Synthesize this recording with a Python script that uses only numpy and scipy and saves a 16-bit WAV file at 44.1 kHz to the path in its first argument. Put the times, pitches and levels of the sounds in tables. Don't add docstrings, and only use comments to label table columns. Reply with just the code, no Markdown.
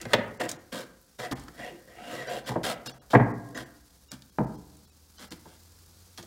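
import sys
import numpy as np
from scipy import signal
from scipy.fft import rfft, irfft
from scipy.io import wavfile
from scipy.ndimage import uniform_filter1d

SR = 44100
rng = np.random.default_rng(int(sys.argv[2]) if len(sys.argv) > 2 else 0)


def output_pcm(signal):
    pcm = np.clip(np.atleast_2d(signal).T, -1, 1) * 32767
    wavfile.write(sys.argv[1], SR, np.round(pcm).astype(np.int16))


def how_loud(loudness_db):
    steps = np.asarray(loudness_db, float) / 20
    return 10 ** steps


N = 276066


def evened(x):
    return x / np.sqrt(np.mean(x ** 2) + 1e-20)


def read(points, hz):
    f, value = np.transpose(points)
    return np.interp(np.log(hz + 1), np.log(f + 1), value)


def curve(rows):
    s, *columns = np.transpose(rows)
    return [np.interp(np.arange(N) / SR, s, c) for c in columns]


def add(mix, start_s, sound):
    part = mix[round(start_s * SR):][:len(sound)]
    part += sound[:len(part)]


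def coloured(x, points):
    hz = np.fft.rfftfreq(len(x), 1 / SR)
    return evened(irfft(rfft(x) * how_loud(read(points, hz)), len(x)))


def slow_noise(n, size):
    return evened(uniform_filter1d(rng.standard_normal(n), size))


def grit(spread_db, size):
    jumps = slow_noise(N, size)
    return rng.standard_normal(N) * how_loud(spread_db * jumps)


def resonate(x, hz, width_hz):
    pole = np.exp((-np.pi * width_hz + 2j * np.pi * hz) / SR)
    return 2 * signal.lfilter([1 - abs(pole)], [1, -pole], x).real


# start_s, hold_s, rasp_db, wall_db, belly_db [both over rasp]
SLIPS = [(.012, 0.024, -54, -10, 18), (0.395, 0.01, -40, 15.5, -22), (0.427, 0.019, -46.5, 20.5, 15),
         (0.482, 0.0052, -41.5, -10, 2.5), (0.51, 0.0045, -50, -11, 15), (0.718, 0.095, -43.5, 8, 5),
         (1.184, 0.069, -44, 13, 2), (1.309, 0.004, -41, -5, 14), (1.36, 0.056, -57, -4, -4),
         (2.631, 0.075, -34, 8.5, -6.5), (2.854, 0.025, -40.5, -21, -0.5), (3.099, 0.041, -44, -6.5, 0),
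         (3.544, 0.059, -45, 13, 6.5), (4.109, 0.02, -47.5, -11, 4.5), (5.18, 0.06, -50, -18.5, -2),
         (5.308, 0.011, -48, -28, 8), (6.174, 0.01, -44.5, -17, 6), (6.221, 0.0071, -63, -17, 18),
         (1.7, 0.063, -75.5, -9, 29.5), (1.959, 0.055, -84, 0, 36)]
CATCH_S, SLIP_FROM_DB, SLIP_RELEASE_DB_PER_S = 0.0094, -13.5, -600
# start_s, rise_s, hold_s, rasp_db, wall_db [over rasp]
DRAGS = [(0, .0015, .012, -58.5, 19), (.05, 0.07, 0.019, -49, 15), (0.834, 0.017, 0.13, -73.5, 2),
         (1.433, 0.037, .08, -71, 10), (1.526, 0.078, .09, -51.5, 15), (1.708, .03, .17, -71, 16.5),
         (1.872, .26, .1, -47.5, 15.5), (2.244, 0.043, .1, -44.5, 12.5), (2.44, 0.039, .012, -39.5, 9),
         (2.506, 0.0095, .04, -58, 1), (5.43, 0.054, .07, -62, 1)]
DRAG_FROM_DB, DRAG_RELEASE_DB_PER_S, DRAG_BELLY_DB = -25, -500, -9
# pitch_hz, width_hz, level_db
WALL_MODES = [(506, 42, 4.5), (713, 24.3, 8), (996, 17, -7), (1284, 30, -2), (1561, 49, -5),
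              (1905, 73, 0.5), (2812, 120, -6.5), (2774, 120, -16), (3290, 440, -29)]
# pitch_hz, width_hz, level_db
BELLY_MODES = [(132, 10, 5.5), (160, 77, -2), (236, 54, 2), (345, 17, 3)]


def strokes():
    drive = grit(2.3, size=110)
    push, shake, heave = np.zeros((3, N))
    rows = []
    for start_s, hold_s, *levels_db in SLIPS:
        force = contact_force(CATCH_S, hold_s, SLIP_FROM_DB, SLIP_RELEASE_DB_PER_S)
        rows.append((start_s, force, *levels_db))
    for start_s, rise_s, hold_s, rasp_db, wall_db in DRAGS:
        force = contact_force(rise_s, hold_s, DRAG_FROM_DB, DRAG_RELEASE_DB_PER_S)
        rows.append((start_s, force, rasp_db, wall_db, wall_db + DRAG_BELLY_DB))
    for start_s, force, rasp_db, wall_db, belly_db in rows:
        add(push, start_s, force * how_loud(rasp_db))
        add(shake, start_s, force * how_loud(rasp_db + wall_db))
        add(heave, start_s, force * how_loud(rasp_db + belly_db))
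    wall = how_loud(-4.5) * ring(shake * drive, WALL_MODES) / np.std(ring(drive, WALL_MODES))
    belly = how_loud(-3.5) * ring(heave * drive, BELLY_MODES) / np.std(ring(drive, BELLY_MODES))
    return how_loud(2.16) * push * rasp_of(drive), wall + belly


def contact_force(rise_s, hold_s, from_db, release_db_per_s):
    t = np.arange(0, rise_s + hold_s + .1, 1 / SR)
    sag_db_per_s = -33
    db = from_db * (1 - np.minimum(t / rise_s, 1))
    db += sag_db_per_s * np.maximum(t - rise_s, 0)
    db += release_db_per_s * np.maximum(t - rise_s - hold_s, 0)
    return how_loud(db) * np.minimum(t / .003, 1)


def ring(x, modes):
    t, out = np.arange(N) / SR, np.zeros(N)
    for k, (hz, width_hz, db) in enumerate(modes):
        travel_db = 4.5 * np.sin(2 * np.pi * (rng.uniform(1.5, 5) * t + rng.random()))
        out += (-1) ** k * resonate(how_loud(db + travel_db) * x, hz, 1.64 * width_hz)
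    return out


# pitch_hz, density_db [dB per Hz]
RASP = [(880, -7), (1500, -6), (2390, -10.5), (2490, -20.5), (3380, -6.5), (3690, -9.5), (5540, -12.5),
        (6310, -16.5), (10300, -19.5), (16000, -28.5)]


def rasp_of(drive):
    grain_hz, t = np.arange(1500, 16500, 70.), np.arange(N) / SR
    out = np.zeros(N)
    for k in range(3):
        ripple_db = 5.5 * rng.standard_normal(len(grain_hz)).clip(-2, 1.6)
        board = zip(grain_hz, read(RASP, grain_hz) + ripple_db)
        fade = np.cos(np.pi * (3.1 * t + k / 3)) ** 2
        out += fade * coloured(drive, [RASP[0], *board, (17000, -60)])
    return evened(out)


# start_s, blow_db, boom_db, crack_db [both over blow], damping [factor on t60]
LOW_KNOCKS = [
    (1.319, -27.5, -7.5, -4.5, 0.52),
    (2.489, -26.5, 0, -20.5, 0.94),
    (2.514, -25.5, -10, -23, 0.85),
    (3.133, -7.5, -7.5, -13, 0.92),
    (3.150, -5.5, -4, -4.5, 0.36),
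    (3.197, -18.5, 5.5, -5, 0.7),
]
SIDE_KNOCKS = [
    (.407, -25, -15, -8.5, 0.72),
    (1.482, -42.5, -1.5, 6, 0.46),
    (2.557, -16, -7, -13, 0.58),
    (4.385, -15, -18, -7, 0.24),
    (4.39, -19, 2, -17.5, 0.94),
    (4.405, -21, 0.5, -20, 0.52),
    (5.326, -39.5, 2.5, -20, 0.22),
    (5.456, -41, -9, -12, 1),
    (6.186, -44, 0.5, -0.5, 0.6),
]
RIM_KNOCKS = [
    (0.052, -30, -0.5, -3.5, 0.67),
    (0.133, -9.5, -13, -2, 0.51),
    (0.148, -53, -25.5, -14, 0.7),
    (0.182, -28, 4, -14, 0.33),
]
# pitch_hz, density_db [dB per Hz]
LOW_RING = [(260, 0), (330, -15), (430, -5.5), (560, -5.5), (680, -7), (880, -2.5), (1150, -15),
            (1400, -11), (1800, -9.5), (2300, -26.5), (2700, -36), (4500, -51), (5850, -81), (9900, -120)]
SIDE_RING = [(150, -32), (260, -8), (342, -0.5), (532, -4), (734, -2), (798, -25), (888, 2), (1050, -16.5),
             (1730, -27.5), (4500, -80.5), (5850, -87), (9900, -120)]
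RIM_RING = [(150, -44), (260, -27.5), (530, -13), (1220, -33), (1330, -19.5), (1540, -2), (1950, -4.5),
            (2480, -14), (4220, -37), (6990, -26), (9000, -15), (11700, -71.5), (19800, -120)]
# pitch_hz, level_db, t60_s
LOW_BOOM = [(126, 4.5, 0.17), (187, -9, 0.31), (232, 1, 0.21)]
SIDE_BOOM = [(130.6, -5.5, 0.17), (173, -4, .3), (215, 2.5, 0.088)]
RIM_BOOM = [(116.8, 0, 0.11), (161.4, -4, 0.11), (236.3, -10, 0.29)]
LOW_RISE_MS, SIDE_RISE_MS, RIM_RISE_MS = 3.1, 1.3, 2.47


def knocks():
    out = np.zeros(N)
    for blows, *place in ((LOW_KNOCKS, LOW_RING, LOW_BOOM, LOW_RISE_MS),
                          (SIDE_KNOCKS, SIDE_RING, SIDE_BOOM, SIDE_RISE_MS),
                          (RIM_KNOCKS, RIM_RING, RIM_BOOM, RIM_RISE_MS)):
        for start_s, *blow in blows:
            add(out, start_s, knock(*place, *blow))
    return out


# pitch_hz, t60_s
WALL_DECAY = [(260, 0.25), (600, 0.13), (1500, 0.092), (3000, 0.18), (9000, 0.01)]


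def knock(ring_points, boom, rise_ms, blow_db, boom_db, crack_db, damping):
    t = np.arange(SR // 2) / SR
    hz = np.geomspace(260, ring_points[-3][0], 56) * (1 + .025 * rng.standard_normal(56))
    level_db = read(ring_points, hz) + 10 * np.log10(hz)
    boom_hz, low_db, boom_t60_s = np.transpose(boom)
    t60_s = damping * np.r_[boom_t60_s, read(WALL_DECAY, hz)][:, None]
    hz, level_db = np.r_[boom_hz, hz][:, None], np.r_[low_db, level_db][:, None]
    rise = 1 - np.exp(-(t * 1000 / (rise_ms * (600 / hz) ** 0.9)) ** 2)
    tone = np.sin(2 * np.pi * (hz * t + 0.33 * rng.random(hz.shape)))
    swing = rise * how_loud(level_db - 60 * t / t60_s) * tone
    group = (hz[:, 0] > 250).astype(int) + (hz[:, 0] > 1300)
    groups = np.array([swing[group == k].sum(0) for k in range(3)])
    groups *= np.minimum((t[-1] - t) / .05, 1) / abs(groups).max(1, keepdims=True)
    return how_loud([blow_db + boom_db, blow_db, blow_db + crack_db]) @ groups


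# start_s,
# peak_db, pitch_hz, length_ms
TICKS = [(0.014, -26, 6200, 4.9), (0.054, -31, 3860, 2.7), (0.1337, -8, 3290, 8.9),
         (0.2493, -50, 3730, 1.7), (0.4907, -19, 6650, 8.1), (0.5144, -18.5, 6400, 4.7),
         (0.7245, -36.5, 4360, 1.9), (1.014, -43.5, 14000, 1.9), (1.314, -25.5, 3820, 1.9),
         (1.396, -37, 7200, 4.4), (1.4366, -40.5, 7340, 2.2), (1.483, -36, 4430, 2.4),
         (2.46, -42, 5270, 1.8), (2.4768, -48, 3710, 1.7), (2.8606, -27, 4830, 7.2),
         (2.874, -32.5, 324.4, 9.8), (3.1177, -29, 3830, 3.9), (3.488, -43, 8540, 3.5),
         (4.1169, -25.5, 6400, 1.9), (4.221, -37, 3970, 3.2), (4.386, -43, 3280, 3.8),
         (4.769, -45, 8370, 3.5), (5.1831, -31.5, 4060, 1.9), (5.3068, -37, 5680, 1.9),
         (5.3212, -28, 4210, 2.7), (6.0212, -47, 5620, 1.27), (6.1757, -30, 4470, 2.5),
         (6.2265, -36, 5660, 4.6)]


def ticks():
    out, t = np.zeros(N), np.arange(800) / SR
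    for start_s, peak_db, hz, length_ms in TICKS:
        snap = rng.standard_normal(800) * np.exp(-t * 1000 / length_ms) * np.minimum(t / 0.00045, 1)
        centre_hz, width_hz = min(hz, 15500), 0.78 * hz
        rung = resonate(resonate(snap, centre_hz, width_hz), centre_hz, width_hz)
        snap = 0.053 * np.diff(snap, prepend=0) + rung
        add(out, start_s, how_loud(peak_db - 2.5) * snap / abs(snap).max())
    return out


# time_s, level_db
FIZZING = [
    (0, -61),
    (1.0, -63.5),
    (1.6, -60),
    (2.3, -65.5),
    (3.4, -61.5),
    (5.1, -61.5),
    (5.5, -58.5),
    (6.26, -59),
]
# pitch_hz, density_db [dB per Hz]
FIZZ = [(59, -27.5), (100, -5), (114, -13), (189, -10.5), (461, -20), (502, -14.5), (583, -23),
        (891, -22.5), (1450, -22.5), (1900, -27.5), (2900, -27.5), (4670, -20), (16000, -28.5)]


def pulp_fizz():
    fizz_db, = curve(FIZZING)
    pops = (rng.random(N) < 60 / SR) * how_loud(2.0 * rng.exponential(1, N).clip(0, 4)) * 6.3
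    return how_loud(fizz_db + 0.5) * coloured(grit(1.3, size=500) + np.diff(pops, prepend=0), FIZZ)


# start_s, level_db
THUDS = [
    (0, -55),
    (0.129, -48.5),
    (1.31, -39),
    (2.48, -49),
    (3.14, -37),
    (4.38, -42),
]
# pitch_hz, density_db [dB per Hz]
RUMBLE = [(20, -27), (33, -11), (48, 1), (60, 3.5), (90, -12), (130, -20.5), (200, -53.5)]
RUMBLE_DB, THUD_RISE_S, THUD_T60_S = -67, .025, 0.49


def house_rumble():
    shaken, t = np.full(N, how_loud(RUMBLE_DB)), np.arange(SR) / SR
    for start_s, db in THUDS:
        add(shaken, start_s, (1 - np.exp(-t / THUD_RISE_S)) * how_loud(db - 60 * t / THUD_T60_S))
    return shaken * coloured(grit(0.9, size=5000), RUMBLE)


ENGINE_START_S, ENGINE_HZ, CLIMB_HZ_PER_S, ENGINE_DB, NEARING_DB_PER_S = 2.9, 57.5, 9.7, -65, 1.6


def engine():
    t = np.arange(N) / SR - ENGINE_START_S
    hz = ENGINE_HZ + CLIMB_HZ_PER_S * t
    db = ENGINE_DB + NEARING_DB_PER_S * t + 6.0 * np.minimum(t, 0)
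    waver_db = 1.7 * slow_noise(N, size=4000)
    return np.sqrt(2) * how_loud(db + waver_db) * np.sin(2 * np.pi * np.cumsum(hz) / SR)


# pitch_hz, t60_s
ROOM = [(100, .65), (300, .62), (1000, .56), (1700, .52), (2300, .43), (2900, .3), (4500, .19), (9000, .11)]
LATE_DB, LATE_STRETCH = -15, 1.95


def room(x):
    taps = np.zeros(SR)
    at = np.arange(300, SR - 20, 20)
    taps[at + rng.integers(0, 20, len(at))] = rng.choice([-1., 1.], len(at))
    taps *= how_loud(2.5 * slow_noise(SR, size=150))
    hz, t, z = signal.stft(taps, SR, nperseg=512)
    t60_s = read(ROOM, hz)[:, None]
    decay = how_loud(-75 * t / t60_s) + how_loud(LATE_DB - 60 * t / (LATE_STRETCH * t60_s))
    tail = signal.istft(z * decay, SR, nperseg=512)[1]
    spectrum = rfft(tail, 2 * SR)
    power = abs(spectrum) ** 2 + 1e-20
    flatten = np.sqrt(uniform_filter1d(power, size=800) / uniform_filter1d(power, size=60))
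    tail = irfft(spectrum * flatten)[:SR]
    return signal.fftconvolve(x, tail / np.linalg.norm(tail))[:N]


# pitch_hz, width_hz, level_db
ROOM_MODES = [(113, 2.9, 4), (126.6, 7, 1), (215, 9, -8.5), (252, 8.6, -15.5)]


def room_boom(blows):
    return sum(how_loud(db) * resonate(blows, hz, width_hz) for hz, width_hz, db in ROOM_MODES)


def scene():
    rasp, wall = strokes()
    blows, pops = knocks(), ticks()
    echo = room(how_loud(-14.5) * blows + how_loud(-16.0) * wall + how_loud(-15.0) * (rasp + pops))
    echo += room_boom(blows)
    low_cut = signal.butter(3, 100, "high", fs=SR, output="sos")
    bucket = signal.sosfilt(low_cut, rasp + wall + blows + pops + echo)
    return (bucket + pulp_fizz() + house_rumble() + engine())[None]


def low_pass(x):
    return signal.sosfilt(signal.butter(12, 16690, fs=SR, output="sos"), x)


# time_s, lowest_dipped_hz, depth_db, lone_tones_db
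TREBLE_DIPS = [(.388, 3000, -22, -72), (.58, 3500, -12, -75), (1.345, 2300, -24, -80), (2.286, 2500, -10, -46),
               (2.453, 2500, -8, -59), (2.886, 600, -14, -41), (2.929, 1000, -10, -59), (2.994, 800, -22, -80),
               (3.008, 800, -22, -69), (3.33, 2700, -18, -80), (3.561, 2300, -10, -49), (3.65, 2500, -10, -66),
               (4.097, 2500, -20, -60), (4.312, 400, -9, -70), (4.46, 2200, -10, -75), (4.568, 1200, -8, -68),
               (4.865, 400, -10, -68), (4.91, 400, -10, -68), (5.185, 2000, -8, -57), (5.297, 2200, -18, -68)]


def record(dry):
    hz, t, z = signal.stft(dry, SR, nperseg=256)
    loss_db = sum(depth_db * np.outer(hz > low_hz, np.exp(-((t - time_s) / 0.0089) ** 6))
                  for time_s, low_hz, depth_db, _ in TREBLE_DIPS)
    loss_db -= 40 * (hz > 15900)[:, None]
    thinned = signal.istft(z * how_loud(loss_db), SR, nperseg=256)[1][:, :N]
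    frame_s = np.arange(1300) / SR
    for time_s, low_hz, _, tones_db in TREBLE_DIPS:
        tones_hz = max(low_hz, 2000) + 1100 * np.cumsum(rng.uniform(.3, 1.5, 4))
        lone = how_loud(tones_db - 3.0) * np.sin(2 * np.pi * np.outer(frame_s, tones_hz)).sum(1)
        add(thinned[0], time_s - frame_s[-1] / 2, lone * signal.windows.tukey(1300, .6))
    return low_pass(thinned)


dry = scene()
out = record(dry)
output_pcm(out)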